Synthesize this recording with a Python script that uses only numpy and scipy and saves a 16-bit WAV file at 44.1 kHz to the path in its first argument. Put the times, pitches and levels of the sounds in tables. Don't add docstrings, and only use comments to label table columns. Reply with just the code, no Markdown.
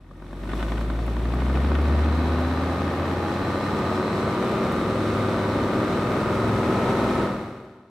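import sys
import numpy as np
from scipy import signal
from scipy.fft import rfft, irfft, next_fast_len
from scipy.io import wavfile
from scipy.ndimage import uniform_filter1d

SR = 44100
rng = np.random.default_rng(int(sys.argv[2]) if len(sys.argv) > 2 else 0)


def int16_out(signal):
    q = np.round(np.clip(np.atleast_2d(signal).T, -1, 1) * 32767)
    wavfile.write(sys.argv[1], SR, q.astype(np.int16))


N = 348381
TIME = np.arange(N) / SR
LEFT_RIGHT = np.array([[1], [-1]])
LUGGING_RPM, REVVING_RPM = 1390, 1870
CRUISE_HZ = 35


def undb(db):
    return 10 ** (np.asarray(db) / 20)


def unit(x):
    return x / np.sqrt(np.mean(x ** 2))


def bump(x, centre, width):
    return np.exp(-((x - centre) / width) ** 2)


def ramp(x, start, length):
    return np.clip((x - start) / length, 0, 1)


def ring_down(age, t60):
    return np.exp(-np.log(1000) * age / t60)


def curve(table):
    s, values = np.transpose(table)
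    return np.interp(TIME, s, values)


def colour(x, spectrum):
    hz, db = np.transpose(spectrum)
    size = next_fast_len(N + 4096)
    bins = np.maximum(np.arange(size // 2 + 1) * SR / size, 1)
    gain = undb(np.interp(np.log(bins), np.log(hz), db))
    return irfft(rfft(x, size) * gain, size)[..., :N]


# (f/Hz, level/dB)
STEREO_WIDTH = [(60, -28), (300, -20), (700, -14), (1400, -7.5), (2800, -3), (5500, -3.5), (9000, 0.5),
                (16000, 1)]


def radiate(pair, spectrum):
    mid, side = colour(pair, spectrum)
    return unit(mid + colour(side, STEREO_WIDTH) * LEFT_RIGHT)


def walk(rate):
    k = int(SR / rate)
    held = np.repeat(rng.standard_normal(N // k + 1), k)
    return 1.27 * uniform_filter1d(uniform_filter1d(held, k), k)[:N]


def tone(turns, waver_db, smear, rate):
    level = np.sqrt(2) * undb(waver_db * walk(rate))
    return level * np.sin(2 * np.pi * turns + smear * walk(rate))


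def grains(rate, spread_db):
    sizes = undb(spread_db * np.minimum(rng.exponential(size=(2, N)), 5))
    clicks = rng.random((2, N)) < rate / SR
    return unit(clicks * sizes * rng.standard_normal((2, N)))


def whistle(turns, stir):
    mid, side = (tone(turns, waver_db=2.5, smear=2.2, rate=stir) for _ in range(2))
    return (mid + .5 * side * LEFT_RIGHT) * undb(1.2 * walk(14))


BOOM_MULTIPLES = (5, 10, 11, 16)
# (level/dB at low revs, level/dB at high revs)
BOOM_STRENGTHS = [(-22, -23.5), (-27, -29), (-50, -26.5), (-28.5, -27)]
# (f/Hz, level/dB)
BODY_RESONANCES = [(44, -8.5), (54, -5), (66, -0.5), (74, 2.5), (83, -6.5), (95, -12.5), (108, -12.5),
                   (130, -4), (160, -15), (192, -16.5), (212, -6), (232, -7.5), (257, -1.5), (278, -16),
                   (350, -14.5)]
# (t/s, width/s, level/dB)
FIRING_SWELLS = [(4.6, 0.25, -16), (5.1, 0.23, 6.5), (5.6, 0.14, 2.5), (6.0, 0.2, -3), (6.5, 0.13, 6.5)]


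def boom(cycles, rpm, revving):
    body_hz, body_db = np.transpose(BODY_RESONANCES)
    tones = []
    for k, (slow_db, fast_db) in zip(BOOM_MULTIPLES, BOOM_STRENGTHS):
        tone_hz = k * rpm / 120
        resonance_db = np.interp(np.log(tone_hz), np.log(body_hz), body_db)
        db = slow_db + (fast_db - slow_db) * revving + resonance_db
        tones.append(undb(db) * tone(k * cycles, waver_db=.4, smear=.04, rate=12))
    swell_db = sum(db * bump(TIME, s, width) for s, width, db in FIRING_SWELLS)
    return tones[0] * undb(swell_db) + sum(tones[1:])


# (multiple of the working cycle, level/dB)
DRONE_TONES = [(3, -47), (6, -39), (8, -47), (9, -33.5), (13, -42), (17, -39), (28, -46)]


def drone(cycles, rpm):
    tones = 0
    for k, db in DRONE_TONES:
        tones = tones + undb(db) * tone(k * cycles + rng.random(), waver_db=1.4, smear=.3, rate=5)
    return tones * (.25 + .75 * ramp(rpm, 2330, 280))


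# (level/dB, counted twice at low revs; level/dB, added to the
CYLINDER_KNOCKS = [(-3, -1), (-7, -2), (-5.5, -1), (-7, -4), (-6, -4)]
BETWEEN_SLOW, BETWEEN_FAST = 0.13, 0.44
KNOCK_LENGTH = 0.34


def knocks(cycles, revving, count=5):
    cylinder = (cycles * count).astype(int) % count
    since = cycles * count % 1
    slow_db, fast_db = np.transpose(CYLINDER_KNOCKS)
    knock_db = slow_db[cylinder] * (2.0 - revving) + fast_db[cylinder] * revving + .7 * walk(60)
    between = BETWEEN_SLOW + (BETWEEN_FAST - BETWEEN_SLOW) * revving
    blow = between + undb(knock_db) * np.exp(-(since / KNOCK_LENGTH) ** 2)
    return blow / np.sqrt(uniform_filter1d(blow ** 2, SR // 4))


def rattle(cycles, repeat, size=16384, count=420):
    partials = np.zeros((2, size // 2 + 1), complex)
    partials[:, 1:count + 1] = np.exp(2j * np.pi * rng.random((2, count)))
    partials[:, list(BOOM_MULTIPLES) + [k for k, _ in DRONE_TONES]] = 0
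    place = cycles % 1 * size
    alike = np.array([np.interp(place, np.arange(size), p) for p in irfft(partials)])
    rate = np.gradient(cycles) * SR
    alike = unit(alike) * np.sqrt(2 * count * rate / SR)
    return np.sqrt(repeat) * alike + np.sqrt(1 - repeat) * rng.standard_normal((2, N))


# (t/s, level/dB)
ENGINE_LOAD = [(0, -43), (.6, -41), (1.1, -45.5), (1.6, -37), (2.6, -35), (3.4, -35), (3.95, -34),
               (4.4, -35.5), (7.2, -34)]
# (f/Hz, level/dB)
THUD_SPECTRUM = [(30, -39), (70, -9), (130, 0), (180, 1), (260, 2), (360, 0.5), (430, -17), (560, -16.5),
                 (750, -18), (1200, -48.5)]
# (f/Hz, level/dB)
RING_SPECTRUM = [(250, -54), (500, 3.5), (750, -2), (1050, 0), (1200, 2.5), (1400, -5), (1530, -6),
                 (1690, -6.5), (1820, -6), (2300, -13.5), (3000, -20.5), (3800, -18), (5000, -25),
                 (14000, -59)]
REPEAT_SLOW, REPEAT_FAST = 0.59, 0.88


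def clatter(cycles, revving):
    blow = knocks(cycles, revving)
    shake = rattle(cycles, repeat=.85) * np.sqrt(blow)
    hard = rattle(cycles, repeat=REPEAT_SLOW + (REPEAT_FAST - REPEAT_SLOW) * revving) * blow
    thud = radiate(shake, THUD_SPECTRUM) * undb(8.0 - 6.8 * revving)
    ring = radiate(hard, RING_SPECTRUM) * undb(.8 - .5 * revving)
    return undb(curve(ENGINE_LOAD)) * (thud + ring)


# (f/Hz, relative level/dB, t60/s)
SLAP_RINGS = [(560, -7, .025), (720, -4, .035), (900, -5, .02), (1020, 0, .028), (1130, -4, .02),
              (1215, -1, .032), (1450, -7, .02), (1780, -9, .02)]
# (f/Hz, level/dB)
METAL_SPECTRUM = [(300, -8), (900, -5), (1300, -5), (1480, -1), (1680, -7), (1820, -1), (2300, -7),
                  (2850, -6), (3200, -11), (3480, -5), (4100, -19), (6000, -25), (12000, -36), (16000, -46)]
SLAP_DB, SLAP_REVVING_DB, SLAP_RISE_S = -31, .5, .0015
SLAP_FADES_RPM, SLAP_FADE_RANGE_RPM = 1470, 520
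PING_HZ, PING_RPM, PING_RANGE_RPM, PING_DB, PING_T60_S = 3550, 1275, 70, -41, .06
CRACK_DB, CRACK_T60_S = -35, .055


def slap(cycles, rpm, revving):
    age = cycles % 1 * 120 / rpm

    def mode(hz, t60):
        shape = (1 - np.exp(-age / SLAP_RISE_S)) * ring_down(age, t60)
        return shape * tone(hz * age, waver_db=.8, smear=1.6, rate=260)

    block = sum(undb(db) * mode(hz, t60) for hz, db, t60 in SLAP_RINGS)
    block = block * undb(SLAP_DB + SLAP_REVVING_DB * revving)
    block = block * (1 - ramp(rpm, SLAP_FADES_RPM, SLAP_FADE_RANGE_RPM))
    crack = radiate(grains(rate=5000, spread_db=1.5), METAL_SPECTRUM) * ring_down(age, CRACK_T60_S)
    ping = mode(PING_HZ, PING_T60_S) * undb(PING_DB)
    return block + (ping + crack * undb(CRACK_DB)) * bump(rpm, PING_RPM, PING_RANGE_RPM)


# (f/Hz, level/dB)
SPRAY_SPECTRUM = [(1200, -9), (2400, 1.5), (3100, -0.5), (3600, 3.5), (4050, 1.5), (4800, -6.5),
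                  (5500, -3.5), (7000, -10.5), (8000, -8.5), (9000, -13.5), (11000, -13.5), (13500, -22),
                  (16000, -40)]
# (f/Hz, level/dB)
POWDER_SPECTRUM = [(5000, -20), (8000, -2), (11500, 4), (13500, -4), (16000, -12)]
SPRAY_DB, SPRAY_DB_PER_OCTAVE = -46.5, 13
POWDER_DB = -67


def snow(tread_hz, lift_db):
    octaves = np.log2(tread_hz / CRUISE_HZ)
    patter = grains(rate=20000, spread_db=1.2) * undb(.8 * walk(30))
    spray = radiate(patter, SPRAY_SPECTRUM) * undb(SPRAY_DB + SPRAY_DB_PER_OCTAVE * octaves)
    powder = radiate(grains(rate=6600, spread_db=0.0), POWDER_SPECTRUM) * undb(POWDER_DB)
    return (spray + powder) * undb(lift_db)


# (f/Hz, level/dB)
ROAR_SPECTRUM = [(20, -40), (35, -13.5), (60, -6), (110, -1.5), (200, -3), (370, -1), (450, -5.5),
                 (600, -4.5), (900, -13.5), (1400, -16), (1700, -24.5), (2100, -22), (3000, -31.5),
                 (7000, -53.5)]
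ROAR_DB, ROAR_DB_PER_OCTAVE = -27, 17.5


def roar(tread_hz, lift_db):
    octaves = np.log2(tread_hz / CRUISE_HZ)
    uneven = undb(.5 * walk(3.48) + 0.49 * walk(45))
    rush = radiate(rng.standard_normal((2, N)) * uneven, ROAR_SPECTRUM)
    return rush * undb(ROAR_DB + ROAR_DB_PER_OCTAVE * octaves + lift_db)


# (multiple of the tread rate, level/dB while gathering speed, level/dB when cruising)
TREAD_TONES = [(9, -38.5, -40), (11, -44, -33.5), (13, -49, -43), (14, -50, -44), (15, -44, -40.5),
               (17, -45, -45), (28, -62, -54)]
HUM_DB_PER_OCTAVE = 21
HUM_BUILDS_HZ, HUM_BUILD_RANGE_HZ = 32.6, 1.2
AXLE_MULTIPLE = 26
AXLE_DB, AXLE_PEAK_HZ, AXLE_WIDTH_HZ, AXLE_LIFT_DB = -60, 31.6, 3.0, 17


def hum_and_axle(tread_hz):
    turns = np.cumsum(tread_hz) / SR
    cruising = ramp(tread_hz, HUM_BUILDS_HZ, HUM_BUILD_RANGE_HZ)
    hum = 0
    for k, slow_db, fast_db in TREAD_TONES:
        level = undb(slow_db + (fast_db - slow_db) * cruising)
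        hum = hum + level * tone(k * turns, waver_db=1.6, smear=.3, rate=12)
    hum = hum * undb(HUM_DB_PER_OCTAVE * np.log2(tread_hz / CRUISE_HZ))
    axle = tone(AXLE_MULTIPLE * turns, waver_db=2, smear=.5, rate=14)
    axle_db = AXLE_DB + AXLE_LIFT_DB * bump(tread_hz, AXLE_PEAK_HZ, AXLE_WIDTH_HZ)
    return hum + axle * undb(axle_db)


# (t/s, level/dB)
METAL_BURSTS = [(0.490, -38.5), (.511, -45), (.589, -39.5), (.607, -46), (0.682, -39.5), (0.770, -40.5),
                (0.954, -50), (1.317, -48), (1.398, -40.5), (1.549, -42), (1.742, -38)]
RATTLE_HZ, RATTLE_RING_DB, RATTLE_SWELL_S = 1474, -7, 0.006
RATTLE_GRAIN_HZ, RATTLE_CHATTER_DB = 260, 3


def loose_metal():
    bursts = np.zeros(N)
    for s, db in METAL_BURSTS:
        age = np.maximum(TIME - s, 0) / RATTLE_SWELL_S
        bursts += undb(db) * age * np.exp(1 - age)
    bursts = bursts * undb(RATTLE_CHATTER_DB * walk(RATTLE_GRAIN_HZ))
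    ring = undb(RATTLE_RING_DB) * tone(RATTLE_HZ * TIME, waver_db=1.5, smear=.8, rate=150)
    buzz = radiate(grains(rate=9000, spread_db=1), METAL_SPECTRUM)
    return bursts * (buzz + ring)


# (f/Hz, level/dB)
CRUNCH_SPECTRUM = [(300, -22), (700, 2.5), (1400, 1), (2200, -12.5), (3400, -6.5), (5000, -27),
                   (12000, -50)]
CRUNCH_DB = -46.5
CRUNCH_PEAK_HZ, CRUNCH_RANGE_HZ = 28.9, 4.2


def crunch(tread_hz):
    cracks = grains(rate=900, spread_db=1.5) * undb(2.5 * walk(40))
    level = undb(CRUNCH_DB) * bump(tread_hz, CRUNCH_PEAK_HZ, CRUNCH_RANGE_HZ)
    return radiate(cracks, CRUNCH_SPECTRUM) * level


# (t/s, level/dB, f/Hz)
ICE_HITS = [(1.0631, -51, 10300), (1.343, -52, 11400), (1.8174, -55, 10100), (2.408, -51, 10500),
            (3.9, -49, 7000), (3.95, -51, 7000), (4.7213, -44, 10000)]
ICE_DB, ICE_T60_S = -2.5, 0.04


def ice():
    out = np.zeros(N)
    for s, db, hz in ICE_HITS:
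        age = np.maximum(TIME - s, 0)
        noise = rng.standard_normal(N)
        crack = unit(signal.lfilter(*signal.iirpeak(hz, 2, fs=SR), noise))
        out += undb(db + ICE_DB) * crack * (age > 0) * ring_down(age, ICE_T60_S)
    return out


TURBO_RPM, TURBO_HZ, TURBO_HZ_PER_RPM = 1750, 10700, 8.6
TURBO_DB, TURBO_DB_PER_RPM, TURBO_OCTAVE_BELOW_DB = -75.3, 0.001, -72


def turbo(rpm):
    above = rpm - TURBO_RPM
    turns = np.cumsum(TURBO_HZ + TURBO_HZ_PER_RPM * above) / SR
    high = whistle(turns, stir=480) * ramp(rpm, 1500, 250) * undb(TURBO_DB + TURBO_DB_PER_RPM * above)
    low = whistle(turns / 2, stir=300) * ramp(rpm, 2200, 100) * undb(TURBO_OCTAVE_BELOW_DB)
    return high + low


# (multiple of the working cycle, level/dB, loudest at/rpm, range/rpm)
DRIVE_WHINES = [(35, -46, 2040, 140), (42, -41, 2630, 70), (43, -44.5, 2630, 80), (47, -44, 2410, 65),
                (47, -43.5, 2630, 70), (48, -48, 2330, 150), (52, -46, 2380, 140), (54, -44, 2620, 130),
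                (56, -46.5, 2470, 130), (58, -46, 2630, 90), (59, -42, 2560, 270), (61, -46.5, 2610, 100),
                (61, -45, 2290, 90), (64, -41, 2310, 130), (64, -50, 2560, 120), (66, -46, 2540, 130),
                (66, -47, 2260, 120), (69, -46.5, 2080, 130), (74, -47, 1970, 80), (75, -57, 2480, 90),
                (79, -50, 1830, 110), (81, -49, 1760, 100), (83, -52, 2630, 60), (84, -50, 1760, 100)]


def whines(cycles, rpm):
    out = 0
    for k, db, best, span in DRIVE_WHINES:
        line = tone(k * cycles + rng.random(), waver_db=1.5, smear=.3, rate=7)
        out = out + undb(db) * bump(rpm, best, span) * line
    return out


# (f/Hz, loudest at/rpm, range/rpm, level/dB)
INTAKE_CAVITIES = [(3990, 1880, 130, -54), (4045, 2290, 230, -52), (5300, 2330, 120, -62),
                   (3040, 2460, 80, -60), (3730, 2470, 77, -56), (4030, 2635, 25, -55)]
INTAKE_DRIFT = .004


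def intake(rpm):
    drifting = np.cumsum(1 + INTAKE_DRIFT * walk(4)) / SR
    out = 0
    for hz, best, span, db in INTAKE_CAVITIES:
        out = out + undb(db) * bump(rpm, best, span) * whistle(hz * drifting, stir=260)
    return out


def engine(rpm):
    cycles = .018 + np.cumsum(rpm / 120) / SR + .003 * walk(3)
    revving = ramp(rpm, LUGGING_RPM, REVVING_RPM - LUGGING_RPM)
    tones = boom(cycles, rpm, revving) + drone(cycles, rpm) + whines(cycles, rpm)
    return tones + slap(cycles, rpm, revving) + clatter(cycles, revving)


# (f/Hz, width/Hz, lift level/dB)
PANEL_RESONANCES = [(838, 32, 3), (959, 23, 3.5), (1263, 107, 2.5), (1501, 32, 6.5), (1827, 29, 5.5),
                    (2154, 36, 4), (2535, 110, 3.5), (3010, 60, 3), (4460, 110, 2.5), (8000, 410, 2.5)]


def panels(x):
    out = x
    for hz, width_hz, db in PANEL_RESONANCES:
        peak = signal.lfilter(*signal.iirpeak(hz, hz / width_hz, fs=SR), x)
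        out = out + (undb(db) - 1) * peak
    return out


# (t/s, speed/rpm)
CRANK_SPEED = [(0.0, 1053), (0.32, 1119), (0.65, 1305), (1.23, 1380), (1.73, 1717), (2.43, 1889),
               (2.8, 1998), (3.0, 2045), (3.2, 2109), (3.5, 2230), (3.8, 2288), (4.2, 2411), (4.55, 2489),
               (4.8, 2481), (5.15, 2497), (5.5, 2438), (5.8, 2490), (6.0, 2504), (6.4, 2576), (7.0, 2635),
               (7.25, 2622), (7.52, 2522), (7.9, 2640)]
# (t/s, f/Hz)
TREAD_RATE = [(0, 20), (1.7, 27.95), (2.1, 29.4), (2.5, 30.35), (2.9, 31.07), (3.3, 31.9), (3.7, 32.96),
              (4.1, 33.85), (4.5, 34.65), (5.1, 34.97), (5.7, 34.82), (6.1, 34.96), (6.95, 35.72),
              (7.9, 35.3)]
STRAIGHTENS_S, STRAIGHTEN_TAKES_S, SCRUB_SPRAY_DB = 0.72, 0.18, 4
GUST_S, GUST_WIDTH_S, GUST_DB = 6.9, 0.31, 1.5


def scene():
    rpm = curve(CRANK_SPEED)
    tread_hz = curve(TREAD_RATE)
    scrub = 1 - ramp(TIME, STRAIGHTENS_S, STRAIGHTEN_TAKES_S)
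    gust_db = GUST_DB * bump(TIME, GUST_S, GUST_WIDTH_S)
    motor = engine(rpm) + loose_metal() + intake(rpm) + turbo(rpm)
    thrown_snow = snow(tread_hz, gust_db + SCRUB_SPRAY_DB * scrub)
    road = roar(tread_hz, gust_db) + hum_and_axle(tread_hz) + thrown_snow + crunch(tread_hz)
    lean_db = 0.36
    return panels(motor + road + ice()) * undb(lean_db * LEFT_RIGHT)


FADE_IN_ENDS_S, FADE_IN_DB_PER_S = .58, 35
FADE_OUT_STARTS_S, FADE_OUT_DB_PER_S = 7.23, 47
FADE_EDGE_S, TOP_HZ = .01, 15650


def record(dry):
    fade_in_db = FADE_IN_DB_PER_S * np.minimum(TIME - FADE_IN_ENDS_S, 0)
    fade_out_db = -FADE_OUT_DB_PER_S * np.maximum(TIME - FADE_OUT_STARTS_S, 0)
    faded = dry * undb(fade_in_db + fade_out_db) * ramp(TIME, 0, FADE_EDGE_S)
    low_pass = signal.ellip(10, .2, 80, TOP_HZ, fs=SR, output="sos")
    return signal.sosfilt(low_pass, faded)


dry = scene()
out = record(dry)
int16_out(out)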